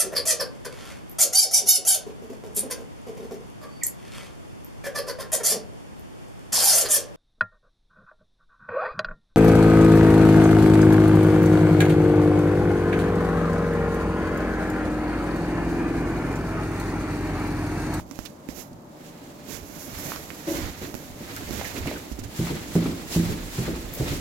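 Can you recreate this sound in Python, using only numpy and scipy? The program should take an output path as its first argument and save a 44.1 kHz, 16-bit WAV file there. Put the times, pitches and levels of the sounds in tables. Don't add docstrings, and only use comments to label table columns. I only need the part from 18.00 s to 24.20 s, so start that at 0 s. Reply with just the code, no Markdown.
import sys
import numpy as np
from scipy import signal
from scipy.fft import rfft, irfft, next_fast_len
from scipy.io import wavfile

SR = 44100
rng = np.random.default_rng(int(sys.argv[2]) if len(sys.argv) > 2 else 0)


def master(y):
    cut = np.clip(np.atleast_2d(y).T, -1, 1)
    pcm = np.round(cut * 32767)
    wavfile.write(sys.argv[1], SR, pcm.astype(np.int16))


N = 273464
TIME = np.arange(N) / SR


def amp(db):
    return 10 ** (np.asarray(db) / 20)


def read(points, hz):
    f, value = np.transpose(points)
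    return np.interp(np.log(hz + 1), np.log(f + 1), value)


def follow(rows, column=1):
    rows = np.asarray(rows)
    return np.interp(TIME, rows[:, 0], rows[:, column])


def fade(t, t60):
    return np.exp(-np.log(1000) * t / t60)


def ring(t, hz, t60):
    return np.sin(2 * np.pi * hz * t) * fade(t, t60)


def panned(db):
    gains = amp(np.array([db, -db]).reshape(2, -1) / 2)
    return gains / np.sqrt((gains ** 2).mean(0))


def add(mix, start_s, sound):
    part = mix[:, max(round(start_s * SR), 0):][:, :sound.shape[-1]]
    part += sound[..., :part.shape[1]]


def together(levels):
    return np.sqrt(sum(level ** 2 for level in levels))


def stroke(peak_s, db, rise_s, fall_s, rounding=0.011):
    t = TIME - peak_s
    away = np.minimum(np.where(t < 0, -t / rise_s, t / fall_s), 20)
    return amp(db) / np.cosh(away) * np.exp(-rounding * away ** 2)


def flutter(per_s, depth):
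    swing_db = np.interp(TIME * per_s, np.arange(N), rng.uniform(-2.4, 2.2, N))
    gain = amp(depth * swing_db)
    return gain / np.sqrt(np.mean(gain ** 2) + 1e-20)


# frequency_hz, correlation (clipped to 1)
PORT_CORRELATION = [(30, 4), (70, 0.34), (150, 1), (300, 0.83), (600, 0.52), (1100, -0.12), (3000, 0),
                    (16000, 0)]
# frequency_hz, pan_db
PORT_BALANCE = [(200, 0.5), (600, 1), (1200, -0.5), (2200, -4), (4200, -0.5), (6000, -7.5), (8000, 1),
                (12000, 2.5), (16000, -0.5)]

def noise(spectrum, size=N):
    length = next_fast_len(size)
    hz = np.fft.rfftfreq(length, 1 / SR)
    left, independent = rfft(rng.standard_normal((2, length)))
    same = np.clip(read(PORT_CORRELATION, hz), -1, 1)
    right = same * left + np.sqrt(1 - same ** 2) * independent
    shaped = np.array([left, right]) * amp(read(spectrum, hz)) * panned(read(PORT_BALANCE, hz))
    x = irfft(shaped, length)[:, :size]
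    return x / x.mean(0).std()


# frequency_hz, density_db
HUSH_SPECTRUM = [(30, -15), (90, -10.5), (165, -1.5), (220, -3), (285, 0.5), (420, -11), (520, -10.5),
                 (590, -8), (690, -11.5), (870, -12), (1300, -19.5), (2500, -35), (7000, -36.5),
                 (16000, -53)]

def outdoors(hush_db=-45.5, hum_db=-60, hum_hz=588.2, skirt_hz=24):
    band = [(hum_hz / 2, -100), (hum_hz - skirt_hz, -25), (hum_hz, 0),
            (hum_hz + skirt_hz, -25), (2 * hum_hz, -100)]
    return noise(HUSH_SPECTRUM) * amp(hush_db) + noise(band) * amp(hum_db)


# frequency_hz, density_db
RUMBLE_SPECTRUM = [(20, -40), (34, 1), (42, 1), (55, -15), (76, -7), (110, -28), (300, -70)]

def rumble(start_s=5.15, rise_s=0.12, level_db=-42, pan_db=-4):
    swell = np.clip((TIME - start_s) / rise_s, 0, 1)
    return noise(RUMBLE_SPECTRUM) * swell * amp(level_db) * panned(pan_db)


# time_s, effort_db
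WALKING_EFFORT = [(0, -44), (.45, -10), (.85, -18), (1.0, -5), (1.7, -5.5), (1.95, 1.5), (3.15, -1.5),
                  (3.45, 7), (4.22, -2.5), (4.5, 4.5), (6.2, 4)]

def motion(level_db, exponent=1):
    return amp(level_db + exponent * follow(WALKING_EFFORT))


# frequency_hz, density_db
WIND_SPECTRUM = [(15, 1.5), (25, -27), (36, -7.5), (60, -3), (100, -1.5), (200, -21), (600, -71)]
# peak_s, level_db
AIR_PUFFS = [(0.01, -50), (.22, -53), (.55, -58), (.73, -55), (1.59, -47), (1.97, -45), (2.63, -36.5),
             (2.81, -52), (3.12, -48.5), (3.56, -44), (3.81, -38.5), (4.22, -40.5), (5.28, -35),
             (6.09, -39)]

def buffeting(gain_db=6.5, pan_db=-7):
    puffs = together(stroke(s, db, rise_s=0.021, fall_s=0.045) for s, db in AIR_PUFFS)
    strength = together([puffs, motion(-58.5, exponent=1.8)])
    return noise(WIND_SPECTRUM) * strength * amp(gain_db) * panned(pan_db)


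# time_s, pitch_hz, level_db
SQUEAK_GLIDE = [(5.795, 14400, -70), (5.805, 14400, -47), (5.82, 13700, -56), (5.84, 14700, -63),
                (5.86, 14800, -86), (5.88, 14400, -60), (5.90, 12800, -62), (5.915, 11300, -85)]

def squeak():
    phase = 2 * np.pi * np.cumsum(follow(SQUEAK_GLIDE)) / SR
    tone = np.sin(phase) * amp(follow(SQUEAK_GLIDE, column=2))
    sounding = (TIME > SQUEAK_GLIDE[0][0]) & (TIME < SQUEAK_GLIDE[-1][0])
    return tone * sounding * flutter(per_s=320, depth=-1.0)


# frequency_hz, density_db
JACKET_SPECTRUM = [(300, -0.5), (1000, -11), (2500, -10), (4200, -5), (5600, 2), (7000, 4.5), (8400, -6),
                   (9600, -2.5), (11700, 5.5), (13500, 4), (16000, -4)]
CLOTH_SPECTRUM = [(300, 6), (1000, -4.5), (2500, 0), (4200, -0.5), (6000, 0.5), (7400, 2), (8700, -5.5),
                  (10000, -4), (12000, -2.5), (14000, -7), (16000, -4)]

def fabric(smooth, coarse):
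    blend = smooth * noise(JACKET_SPECTRUM) + coarse * noise(CLOTH_SPECTRUM)
    return blend * flutter(per_s=63, depth=1.12)


def creases(per_s=30, loudest_db=-57, spread_db=10, t60=0.011, rustle_db=-72, pan_db=-30):
    snaps, t = np.zeros((1, N)), np.arange(SR // 16) / SR
    for when, size in rng.random((int(per_s * N / SR), 2)):
        add(snaps, when * N / SR, amp(loudest_db - spread_db * size) * fade(t, t60))
    return noise(JACKET_SPECTRUM) * (snaps[0] + amp(rustle_db)) * panned(pan_db)


# frequency_hz, density_db
RUB_SPECTRUM = [(40, -10), (100, -7.5), (160, -4.5), (290, -2.5), (450, -8), (700, -13.5), (1200, -34),
                (3000, -38)]
# peak_s, level_db, rise_s, fall_s, pan_db, smooth_share
SLEEVE_STROKES = [(0.0, -50, .02, 0.015, -41, 0.4), (.22, -51.5, 0.079, 0.063, -35, 0.35),
                  (.5, -48.5, 0.0089, 0.025, -27, 0.1), (.587, -43, 0.024, 0.034, -22, 0.92),
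                  (1.07, -53.5, .012, 0.031, -12, 0), (1.53, -39.5, 0.03, 0.043, -19, 0.5),
                  (1.78, -47.5, 0.083, 0.094, -17, 1), (2.08, -40.5, 0.14, 0.087, -6.5, 1),
                  (2.33, -52.5, 0.1, 0.35, -20, 0.9), (2.492, -40.5, 0.012, 0.071, -5, 0.93),
                  (2.575, -40, 0.062, 0.065, -20, 0.4), (2.85, -47.5, 0.05, 0.073, -23, 1),
                  (2.99, -49, 0.026, 0.048, -10, 1), (3.33, -50, 0.094, 0.15, -2, .7),
                  (3.555, -41, 0.04, 0.052, -15, 0.54), (3.66, -41.5, 0.043, 0.034, -15, 0.7),
                  (3.78, -41.5, 0.037, 0.034, -8, 0.4), (3.89, -45, 0.029, 0.12, -2, 0.24)]

def clothes(sleeve_gain_db=0.5, seam_gain_db=-8, legs_gain_db=3.1, legs_smooth_share=0.056):
    arms = [(stroke(s, db, rise_s, fall_s) * panned(pan_db), share)
            for s, db, rise_s, fall_s, pan_db, share in SLEEVE_STROKES]
    swish, _ = strides()
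    legs = together([swish, motion(-54)])
    moves = [(amp(sleeve_gain_db) * level, share) for level, share in arms]
    moves.append((amp(legs_gain_db) * legs, legs_smooth_share))
    smooth = together(level * np.sqrt(share) for level, share in moves)
    coarse = together(level * np.sqrt(1 - share) for level, share in moves)
    sleeve = together(level for level, _ in arms)
    seams = sleeve * amp(seam_gain_db) * noise(SCRAPE_SPECTRUM)
    rub = together([sleeve, motion(-47, exponent=0.7) * panned(-7)])
    return fabric(smooth, coarse) + seams + rub * noise(RUB_SPECTRUM) * flutter(per_s=60, depth=2.5)


# frequency_hz, density_db
CLICK_SPECTRUM = [(200, 14.5), (700, 7), (2000, -1), (4000, -11), (7000, -4), (9000, -28), (12000, -1),
                  (16000, -13)]
# start_s, level_db, knock_t60_s, click_gain_db, wobble_gain_db, brush_gain_db
FINGER_KNOCKS = [(0.1117, -25.5, 0.055, -2.5, -22, -25), (0.19, -22, 0.022, -2, -19, -23),
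                 (0.4885, -21, 0.037, -8, -19, -33), (2.9425, -26, 0.012, 1, -13.5, -36),
                 (2.9515, -19, 0.016, -6, -35, -41), (3.5082, -14.5, 0.015, -8, -24, -42),
                 (4.1159, -19.5, 0.025, -17.5, -7, -25), (4.189, -19, 0.015, -15, -14, -23),
                 (4.235, -25.5, 0.013, -18, -7, -16.5)]

def finger_knocks(knock_hz=260, wobble_hz=61, click_t60=0.0081, brush_s=0.0056, pan_db=-25):
    out, t = np.zeros((2, N)), np.arange(SR // 2) / SR
    wobble = ring(t, wobble_hz, t60=0.24) * panned(-7)
    brush_envelope = t / brush_s * np.exp(1 - t / brush_s)
    for s, db, t60, click_db, wobble_db, brush_db in FINGER_KNOCKS:
        click = amp(click_db) * fade(t, click_t60) * noise(CLICK_SPECTRUM, len(t))
        brush = amp(brush_db) * brush_envelope * noise(CLOTH_SPECTRUM, len(t))
        near = (ring(t, knock_hz, t60) + click + brush) * panned(pan_db)
        add(out, s, amp(db) * (near + amp(wobble_db) * wobble))
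    return out


# start_s, level_db, centre_hz, half_width_octaves, t60_s, pan_db
SLIPS = [(.156, -31, 4000, 1.5, 0.0093, -26), (0.2517, -31.5, 4400, 7.9, 0.045, -34),
         (0.257, -33.5, 3260, 0.76, 0.053, -33), (.729, -47, 5000, 1.2, .027, -10),
         (2.305, -39, 2360, 0.46, 0.034, 3), (2.471, -36, 1990, 1.3, 0.062, -2),
         (3.365, -37, 1520, 0.14, 0.073, -1), (3.646, -36, 1950, 0.24, 0.19, -9),
         (3.764, -36.5, 2300, 0.19, 0.08, -11), (3.869, -39, 2150, 0.35, 0.19, -8),
         (3.957, -37, 1370, 0.4, 0.092, 6), (5.119, -36, 4500, .7, .2, -1),
         (5.136, -37.5, 3300, 0.86, 0.23, -3), (5.936, -22, 14500, 0.36, 0.018, 8),
         (5.946, -35, 13800, 0.35, 0.12, 2), (6.076, -42, 3400, 0.69, 0.51, -3)]

def rasps(rise_s=0.0021):
    out, t = np.zeros((2, N)), np.arange(SR // 4) / SR
    grid_hz = np.geomspace(50, 20000, 200)
    for s, db, hz, octaves, t60, pan_db in SLIPS:
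        band_db = -20 * np.log10(1 + (np.log2(grid_hz / hz) / octaves) ** 2)
        burst = noise(np.c_[grid_hz, band_db], len(t)) * fade(t, t60) * (1 - np.exp(-t / rise_s))
        add(out, s, amp(db) * burst * flutter(per_s=360, depth=0.5)[:len(t)] * panned(pan_db))
    return out


# frequency_hz, t60_s
STAIRWELL_T60 = [(60, 0.84), (170, 0.86), (330, 1), (700, 0.34), (2000, 0.2), (8000, 0.34)]

def absorb(x):
    hz, t, bands = signal.stft(x, SR, nperseg=512)
    decayed = bands * fade(t, read(STAIRWELL_T60, hz)[:, None])
    return signal.istft(decayed, SR, nperseg=512)[1][:, :x.shape[1]]


def stairwell(x, delay_s=0.006):
    tail = absorb(rng.standard_normal((2, SR)) * (np.arange(SR) > delay_s * SR))
    return signal.fftconvolve(x, tail / np.linalg.norm(tail[0]), axes=1)[:, :N]


# start_s, level_db, pitch_hz, t60_s, fizz_gain_db, pan_db
SMALL_IMPACTS = [(2.1196, -14, 1230, 0.0042, -29, -7), (2.161, -28, 1100, 0.0039, -1, -8),
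                 (2.3039, -17, 2060, 0.0025, -38, -21), (3.365, -24, 13000, 0.0026, 1, 2),
                 (3.6136, -16.5, 750, 0.0087, -32, 3), (3.8585, -24, 696, 0.017, -14, 2),
                 (3.873, -28, 2000, 0.01, -2, -14), (3.9138, -21, 613, 0.02, -38, 2),
                 (4.472, -26, 1240, 0.012, -21, -6), (4.7545, -20, 670, 0.0097, -20, 7),
                 (4.857, -27, 1280, 0.017, -25, 7), (5.151, -17.5, 700, 0.0047, -11, 3),
                 (5.68, -29, 636, 0.023, -17, 8), (5.973, -27.5, 576, .02, -24, 6)]

def ticks():
    out, t = np.zeros((2, N)), np.arange(SR // 16) / SR
    for s, db, hz, t60, fizz_db, pan_db in SMALL_IMPACTS:
        fizz = amp(fizz_db) * noise(CLOTH_SPECTRUM, len(t)) * fade(t, t60)
        add(out, s, amp(db) * (fizz - ring(t, hz, t60)) * panned(pan_db))
    return out


# frequency_hz, density_db
SCRAPE_SPECTRUM = [(200, -12), (500, -1.5), (900, 2), (1400, 1), (2100, 1.5), (3000, -3.5), (4200, -3),
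                   (7000, -16), (9000, -21), (16000, -52)]
# peak_s, level_db, rise_s, fall_s
LANDING_SCUFFS = [(1.97, -47, 0.032, 0.078), (2.14, -44.5, 0.062, 0.028), (2.55, -41.5, 0.046, 0.12),
                  (2.85, -42.5, 0.027, 0.021), (3.29, -48, 0.033, 0.072), (3.63, -42.5, 0.049, 0.066),
                  (3.77, -44.5, 0.018, 0.049), (3.88, -43, 0.023, 0.075)]

def sole_scrapes(grains_per_s=70, grain_gain_db=11, grain_t60=0.0085):
    drag = noise(SCRAPE_SPECTRUM) * flutter(per_s=60, depth=1.5)
    t = np.arange(1024) / SR
    for when, pitch, left, right in rng.random((int(grains_per_s * N / SR), 4)):
        crack = ring(t, hz=550 * 6.5 ** pitch, t60=grain_t60)
        add(drag, when * N / SR, amp(grain_gain_db) * np.outer([left, right], crack))
    landing = together(stroke(*row) for row in LANDING_SCUFFS)
    _, flight = strides()
    return drag * together([landing * panned(-3), flight * panned(3), motion(-53) * panned(-3)])


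# pitch_hz, level_db
JUDDER_TONES = [(319, 0.5), (350, -4.5), (556, -8), (574, -7.5), (657, -14)]

def sole_judder(start_s=2.469, gain_db=-27.5, rise_s=0.0029, hold_s=0.042, t60=0.48, pan_db=1):
    t = np.maximum(TIME - start_s, 0)
    tones = sum((-1) ** k * amp(db) * np.sin(2 * np.pi * hz * t)
                for k, (hz, db) in enumerate(JUDDER_TONES))
    level = amp(gain_db) * (1 - np.exp(-t / rise_s)) * fade(np.maximum(t - hold_s, 0), t60)
    return tones * level * flutter(per_s=82, depth=-1.5) * panned(pan_db)


# toe_s, toe_db, toe_hz, slab_gain_db, boom_cutoff_hz, toe_swish_db,
# heel_s, heel_db, heel_hz, heel_swish_db
STAIR_STEPS = [(4.392, -18.5, 133.5, -3, 310, -44, 4.502, -24, 143, -45.5),
               (4.754, -13, 179, -2, 490, -44.5, 4.856, -23, 294, -52),
               (5.161, -14.5, 190, 0.5, 326, -37.5, 5.289, -23.5, 187, -44.5),
               (5.583, -17.5, 127, -10, 403, -41, 5.679, -22.5, 341, -48.5),
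               (6.0, -16.5, 134, -19, 535, -47, 6.114, -27, 150, -42)]

def strides(toe_lead_s=0.0017, heel_lead_s=0.018, toe_drag_gain_db=-9.5, heel_drag_db=-41.5):
    swish, drag = [], []
    for toe_s, _, _, _, _, toe_swish_db, heel_s, _, _, heel_swish_db in STAIR_STEPS:
        toe = stroke(toe_s - toe_lead_s, toe_swish_db, rise_s=0.038, fall_s=0.039)
        heel = stroke(heel_s - heel_lead_s, 0, rise_s=0.056, fall_s=0.074)
        swish += [toe, heel * amp(heel_swish_db)]
        drag += [toe * amp(toe_drag_gain_db), heel * amp(heel_drag_db)]
    return together(swish), together(drag)


# pitch_hz, level_db, t60_s
SLAB_MODES = [(108.3, -11.5, 0.4), (169.7, 1, 0.46), (221.6, -5.5, 0.29), (247.7, -17, 0.95),
              (327, -8.5, 0.46), (375, -19, 0.11), (569, -45, 0.36)]
# delay_s, level_db
EARLY_REFLECTIONS = [(.0085, 2), (0.014, -35), (0.029, -19), (.039, -21)]

def boot_impact(hz, t60, slab_db, boom_db, cutoff_hz, boom_gain_db=1.5, slap_gain_db=-2,
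                sole_rise_s=0.00062, slab_rise_s=0.0081, boom_rise_s=0.0017):
    t = np.arange(SR) / SR
    thump = ring(t, hz, t60) * (1 - np.exp(-t / sole_rise_s))
    slap = np.zeros((1, SR))
    for delay_s, db in [(0.0065, 0)] + EARLY_REFLECTIONS:
        add(slap, delay_s, amp(db + slap_gain_db) * ring(t, hz=330, t60=0.018))
    slab = sum(amp(db) * ring(t, mode_hz, mode_t60) for mode_hz, db, mode_t60 in SLAB_MODES)
    slab *= 1 - np.exp(-t / slab_rise_s)
    boom = stairwell_boom(t, cutoff_hz) * (1 - np.exp(-t / boom_rise_s))
    return amp(boom_db + boom_gain_db) * boom - thump - slap - amp(slab_db) * slab


# frequency_hz, density_db
BOOM_SPECTRUM = [(30, -14), (60, 12), (100, 3), (160, 3), (300, 10.5), (500, 4), (1000, 3), (3000, -8.5)]

def stairwell_boom(t, cutoff_hz, linger=0.34):
    lowpass = signal.butter(3, cutoff_hz, fs=SR, output="sos")
    boom = signal.sosfilt(lowpass, noise(BOOM_SPECTRUM, len(t)))
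    return absorb(boom) * (fade(t, 0.94) + linger)


# start_s, level_db, thump_hz, boom_gain_db
LANDING_STEPS = [(2.479, -29, 254, -3.5), (2.548, -28.5, 242, -3), (2.815, -33.5, 216, -3),
                 (3.207, -29.5, 227, -16), (3.545, -36, 172, -18), (3.780, -32.5, 254, -5),
                 (3.858, -26.5, 146, -11.5), (3.872, -25.5, 256, -9), (3.954, -29, 284, -21)]

def footfalls(pan_db=-1.7):
    out = np.zeros((2, N))
    for s, db, hz, boom_db in LANDING_STEPS:
        add(out, s, amp(db) * boot_impact(hz, t60=0.1, slab_db=-17.5, boom_db=boom_db, cutoff_hz=586))
    for toe_s, toe_db, toe_hz, slab_db, cutoff_hz, _, heel_s, heel_db, heel_hz, _ in STAIR_STEPS:
        toe_t60 = 0.18 * (134 / toe_hz) ** 2.2
        toe = boot_impact(toe_hz, toe_t60, slab_db, boom_db=-10, cutoff_hz=cutoff_hz)
        heel = boot_impact(heel_hz, t60=0.17, slab_db=slab_db - 3.5, boom_db=-3.5, cutoff_hz=440)
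        add(out, toe_s, amp(toe_db) * toe)
        add(out, heel_s, amp(heel_db) * heel)
    return out * panned(pan_db)


def scene():
    grit = ticks()
    boots = footfalls() + sole_judder() + sole_scrapes() + grit + amp(-6.5) * stairwell(grit)
    near = rasps() + finger_knocks() + clothes() + creases() + squeak()
    return boots + near + outdoors() + buffeting() + rumble()


def record(dry, low_hz=24, high_hz=16050):
    x = signal.sosfilt(signal.butter(2, low_hz, "high", fs=SR, output="sos"), dry)
    lowpass = signal.firwin(511, high_hz, window=("kaiser", 9), fs=SR)
    return signal.oaconvolve(x, lowpass[None], "same")


dry = scene()
out = record(dry)
master(out)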